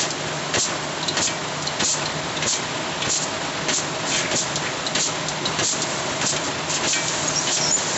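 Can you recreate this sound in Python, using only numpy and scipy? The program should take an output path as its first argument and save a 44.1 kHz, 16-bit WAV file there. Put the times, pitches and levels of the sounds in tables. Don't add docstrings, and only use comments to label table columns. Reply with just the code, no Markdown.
import sys
import numpy as np
from scipy import signal
from scipy.fft import rfft, irfft, next_fast_len
from scipy.io import wavfile
from scipy.ndimage import uniform_filter1d, minimum_filter1d, map_coordinates

SR = 44100
rng = np.random.default_rng(int(sys.argv[2]) if len(sys.argv) > 2 else 0)


def master_out(mix):
    frames = np.transpose(np.atleast_2d(mix))
    ceiling = np.clip(frames, -1, 1)
    pcm = np.round(ceiling * 32767).astype(np.int16)
    wavfile.write(sys.argv[1], SR, pcm)


N = 351477


def amp(db):
    return 10 ** (np.asarray(db) / 20)


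def unit(x):
    return x / np.sqrt(np.mean(x ** 2) + 1e-20)


def along(points, hz):
    f, v = np.transpose(points)
    return np.interp(np.log(hz + 1), np.log(f + 1), v)


def wobble(rate, size=N):
    knots = rng.standard_normal(int(size * rate / SR) + 4)
    return map_coordinates(knots, [np.arange(size) * rate / SR])


def filtered(x, response):
    m = next_fast_len(len(x) + SR // 4)
    return irfft(rfft(x, m) * response(np.fft.rfftfreq(m, 1 / SR)), m)[:len(x)]


def resonate(x, modes):
    return filtered(x, lambda f: sum((-1) ** k * amp(db) * 1j * f * bw / (hz * hz - f * f + 1j * f * bw)
                                     for k, (hz, bw, db) in enumerate(modes)))


def noise(spectrum, size=N):
    white = rng.standard_normal(size)
    return unit(filtered(white, lambda hz: amp(along(spectrum, hz)) * (hz < spectrum[-1][0])))


def ringing(hz, width_hz, size):
    mode = [(hz, width_hz, 0)]
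    return unit(resonate(resonate(rng.standard_normal(size), mode), mode))


def burst(t, rise, hold, t60):
    return np.clip(t / rise, 0, 1) ** 2 * amp(-60 * np.maximum(t - hold, 0) / t60)


def add(track, s, sound):
    start = round(s * SR)
    part = sound[max(-start, 0):max(N - start, 0)]
    track[max(start, 0):][:len(part)] += part


# (frequency [Hz], reverberation time [s])
HALL_DECAY = [(150, 0.41), (1500, 0.4), (7000, 0.54)]

def hall(x):
    hz, t, spectra = signal.stft(rng.standard_normal(SR // 2), SR, nperseg=256)
    decay = amp(-60 * t / along(HALL_DECAY, hz)[:, None])
    tail = signal.istft(spectra * decay, SR, nperseg=256)[1]
    return signal.fftconvolve(x, tail / np.linalg.norm(tail))[:N]


# (delay [s], level [dB])
PLATE_ECHOES = [(.0019, -19.5), (.0047, -13), (.0083, -17)]

def plates(x):
    return filtered(x, lambda hz: 1 + sum(amp(db) * np.exp(-2j * np.pi * hz * delay)
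                                          for delay, db in PLATE_ECHOES))


# (frequency [Hz], spectrum level [dB])
DRIVE_SPECTRUM = [(25, -43.5), (72, -16), (125, -10.5), (151, -5), (206, -11.5), (490, -12.5), (950, -9.5),
                  (1200, -11.5), (1850, -13.5), (2250, -15.5), (3900, -16.5), (4900, -20.5), (6200, -21.5),
                  (7700, -20)]
# (frequency [Hz], bandwidth [Hz], level [dB])
FRAME_MODES = [(159.5, 16, -6), (275, 37, -3.5), (360, 49, -3.5), (627.4, 50, -1.5), (991, 100, -9.5)]
# (frequency [Hz], level [dB])
MOTOR_TONES = [(150.7, -40.5), (639, -44.5), (1566, -55), (2305, -59)]

def drives():
    t = np.arange(N) / SR
    din = noise(DRIVE_SPECTRUM) * amp(-1 + 0.41 * wobble(7) + 0.72 * wobble(70))
    frame = unit(resonate(rng.standard_normal(N), FRAME_MODES)) * amp(-7.5 + 1.1 * wobble(9))
    hum = sum(amp(db + 0.7 * wobble(6.9)) * np.sin(2 * np.pi * hz * t + 0.68 * wobble(8))
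              for hz, db in MOTOR_TONES)
    approach = amp(-26.5 + 0.2354 * (t - t.mean()))
    return approach * (din + frame) + hum


# (frequency [Hz], spectrum level [dB])
JET_SPECTRUM = [(300, -39.5), (2000, -20), (3000, -10), (3700, -6.5), (4400, -2.5), (5000, -5.5),
                (5900, -1.5), (6600, 1.5), (7500, 1.5), (11000, -0.5), (16000, -12.5)]
# (time [s], level [dB])
LEAK_LEVELS = [(0, -38), (1.4, -40.5), (2.3, -49), (3.9, -42), (4.5, -35.5), (5.3, -44), (5.9, -30.5),
               (6.6, -42), (7.05, -26), (7.97, -24)]

def leak():
    level_db = np.interp(np.arange(N) / SR, *np.transpose(LEAK_LEVELS))
    return amp(level_db + wobble(18)) * noise(JET_SPECTRUM)


# (frequency [Hz], spectrum level [dB])
CLACK_SPECTRUM = [(60, -24), (290, 1), (450, -4.5), (650, -2.5), (1250, -7), (1900, -1.5), (2250, -7),
                  (3000, -2.5), (3500, -5.5), (4300, -4.5), (5000, -10.5), (6300, -6.5), (7700, -9)]

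def loose_parts():
    envelope, t = np.zeros(N), np.arange(SR // 2) / SR
    for when, strength in rng.random(size=(70, 2)):
        add(envelope, when * N / SR, amp(-40 + 7 * strength) * burst(t, 0.00047, 0.002, 0.05))
    return envelope * noise(CLACK_SPECTRUM)


# (time [s], duration [s], level [dB], frequency [Hz])
RAIL_SCRAPES = [(2.717, 0.27, -44, 2900), (4.099, 0.083, -31, 3170), (4.122, 0.17, -34.5, 1980),
                (4.627, 0.045, -28.5, 1930), (6.688, .08, -36, 2830), (6.814, 0.02, -32, 1800),
                (7.467, 0.02, -28.5, 3060)]

def rails():
    out, t = np.zeros(N), np.arange(SR // 2) / SR
    for s, length, db, hz in RAIL_SCRAPES:
        scrape = amp(db + 4.3 * wobble(110, len(t))) * ringing(hz, 950, len(t))
        add(out, s, scrape * burst(t, 0.011, length, 0.2))
    return out


# (frequency [Hz], level [dB], decay time T60 [s])
GUIDE_MODES = [(1553, -8.5, 0.34), (1870, -6.5, 0.39), (2323, -4.5, 0.45), (2520, 0.5, 0.088),
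               (3000, -4.5, 0.14), (3200, -7, 0.25), (4240, -6.5, 0.18)]
# (time [s], level [dB])
GUIDE_KNOCKS = [(1.272, -23.5), (2.526, -23.5), (3.02, -25), (4.118, -25.5), (4.143, -22), (6.362, -25.5),
                (6.93, -13), (7.567, -25)]

def guides():
    out, t = np.zeros(N), np.arange(SR // 2) / SR
    for s, db in GUIDE_KNOCKS:
        ring = np.zeros(len(t))
        for hz, mode_db, t60 in GUIDE_MODES:
            decay = amp(mode_db + rng.normal(0, 1.5) - 60 * t / t60)
            ring += decay * np.sin(2 * np.pi * hz * t + 0.35 * wobble(60, len(t)))
        contact = ringing(3000, 2200, len(t)) * burst(t, 0.001, 0.005, 0.059)
        add(out, s, amp(db) * (amp(-6) * ring + contact))
    return out


# (frequency [Hz], spectrum level [dB])
CONTACT_SPECTRUM = [(300, -17.5), (2000, -22.5), (3500, -6), (4600, -5), (5200, -4), (6400, -4),
                    (7700, -1.5), (12000, -5)]
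# (time [s], level [dB])
STEEL_TICKS = [(0.105, -18.5), (1.622, -22.5), (4.557, -12.5), (5.284, -16.5), (5.819, -12), (6.364, -20),
               (7.082, -13.5), (7.572, -16)]

def ticks():
    envelope, t = np.zeros(N), np.arange(SR // 2) / SR
    for s, db in STEEL_TICKS:
        add(envelope, s, amp(db) * burst(t, 0.00065, 0.0029, 0.057))
    return envelope * noise(CONTACT_SPECTRUM)


# (time [s], level [dB], wall frequency [Hz])
BOTTLE_SNAPS = [(1.028, -25, 3870), (1.081, -17.5, 3970), (1.168, -27, 4400), (1.669, -21, 4160),
                (2.016, -30, 2600), (2.056, -25, 4200), (2.366, -24.5, 3640), (3.020, -24, 3400),
                (4.864, -21.5, 4070), (4.949, -20, 3830), (5.454, -19.5, 4060)]

def bottles():
    out, t = np.zeros(N), np.arange(SR // 5) / SR
    for s, db, hz in BOTTLE_SNAPS:
        wall = ringing(hz, 500, len(t)) * burst(t, 0.00092, 0.0074, 0.062)
        neck = np.sin(2 * np.pi * 0.725 * hz * t) * burst(t, 0.0014, 0.003, 0.13)
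        contact = noise(CONTACT_SPECTRUM, len(t)) * burst(t, 0.0009, 0.005, 0.067)
        add(out, s, amp(db) * (wall + amp(-10.5) * neck + amp(-3.5) * contact))
    return out


# (time [s], duration [s], first frequency [Hz], last frequency [Hz], level [dB], scatter [Hz])
CHUCK_SLIPS = [(7.277, 0.012, 6590, 6730, -18.5, 60), (7.355, 0.035, 5440, 5690, -19.5, 100),
               (7.609, .102, 5590, 5440, -23.5, 210), (7.709, .008, 6600, 6650, -16, 60),
               (7.722, 0.037, 6900, 7020, -13, 90)]

def chucks():
    out = np.zeros(N)
    for s, length, first_hz, last_hz, db, scatter_hz in CHUCK_SLIPS:
        t = np.arange(int((length + 0.056) * SR)) / SR
        hz = np.interp(t, [0, length], [first_hz, last_hz]) + scatter_hz * wobble(1100, len(t))
        flutter = amp(2.6 * wobble(300, len(t)))
        tone = unit(np.sin(2 * np.pi * np.cumsum(hz) / SR) * flutter)
        add(out, s, amp(db) * tone * burst(t, 0.0035, length, 0.028))
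    return out


# (time [s], duration [s], level [dB])
AIR_PUFFS = [(3.196, 0.044, -21), (4.044, 0.17, -23), (6.413, 0.061, -26), (6.663, .1, -22.5)]

def air_jets(exhausts):
    flow, t = np.zeros(N), np.arange(SR // 2) / SR
    for s, length, db in exhausts + AIR_PUFFS:
        add(flow, s, amp(db) * burst(t, rise=0.035, hold=length, t60=0.11))
    return flow * noise(JET_SPECTRUM) * amp(2 * wobble(90))


# (frequency [Hz], bandwidth [Hz], level [dB])
BED_MODES = [(116, 39, -2), (257, 55, -1.5), (330, 41, 2), (533, 70, -3.5), (670, 80, -7),
             (1140, 470, -11.5)]
# (time [s], clack level [dB], clack rise [s], thud level [dB], exhaust duration [s])
CYLINDER_STROKES = [(-.075, -5, 0.0055, -22, 0.064), (.538, -18.5, .0015, -21, 0.076),
                    (1.168, -20.5, 0.0018, -22, 0.066), (1.791, -19.5, 0.0086, -22.5, 0.11),
                    (2.424, -22, 0.0013, -25, 0.083), (3.044, -24, 0.0074, -23.5, 0.092),
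                    (3.683, -19.5, .002, -33, 0.063), (4.310, -22.5, 0.0042, -24, 0.068),
                    (4.951, -19.5, 0.0029, -37, 0.071), (5.587, -21, 0.0006, -23.5, 0.098),
                    (6.209, -22, 0.006, -26.5, 0.073), (6.827, -23, .011, -30.5, 0.089),
                    (7.466, -22.5, 0.0065, -45, 0.061)]

def cylinder():
    travel_s, bed_cutoff_hz = 0.026, 85
    out, t = np.zeros(N), np.arange(SR // 3) / SR
    for s, clack_db, rise, thud_db, _ in CYLINDER_STROKES:
        rattle = amp(1.6 * wobble(300, len(t))) * burst(t, rise, rise + 0.0065, 0.28)
        crack = 0.7 * burst(t, rise, 0.002, 0.018)
        add(out, s, amp(clack_db) * noise(CLACK_SPECTRUM, len(t)) * (crack + rattle))
        force = rng.standard_normal(len(t))
        shake = filtered(force, lambda hz: hz ** 2 / np.hypot(hz ** 2, bed_cutoff_hz ** 2))
        thud = unit(resonate(shake, BED_MODES)) * burst(t, 0.0036, 0.019, 0.11)
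        add(out, s + travel_s, amp(thud_db) * thud)
    return out


def scene():
    vent_delay_s, vent_db = 0.028, -11
    exhausts = [(s + vent_delay_s, length, vent_db) for s, *_, length in CYLINDER_STROKES]
    parts = cylinder() + bottles() + loose_parts() + guides() + ticks() + rails()
    heads = air_jets(exhausts) + leak() + chucks()
    reverberation = hall(amp(-12) * parts + amp(-14.5) * heads)
    mono = amp(-0.1) * plates(parts + heads) + reverberation + drives()
    return np.array([mono, mono])


def limiter(x, ceiling_db, hold_s):
    level = np.sqrt(np.abs(uniform_filter1d(x ** 2, size=130)))
    gain = (1 + (level / amp(ceiling_db)) ** 6) ** (-1 / 6)
    span = max(int(hold_s * SR), 2)
    held_gain = minimum_filter1d(gain, span, origin=(span - 1) // 2)
    return x * uniform_filter1d(held_gain, size=90)


def record(dry):
    cutoff_hz = 7690
    mono = limiter(dry[0], ceiling_db=-16.0, hold_s=0.0052)
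    mono = filtered(mono, lambda hz: 1 / np.sqrt(1 + np.minimum(hz / cutoff_hz, 2) ** 380))
    return np.array([mono, mono])


dry = scene()
out = record(dry)
master_out(out)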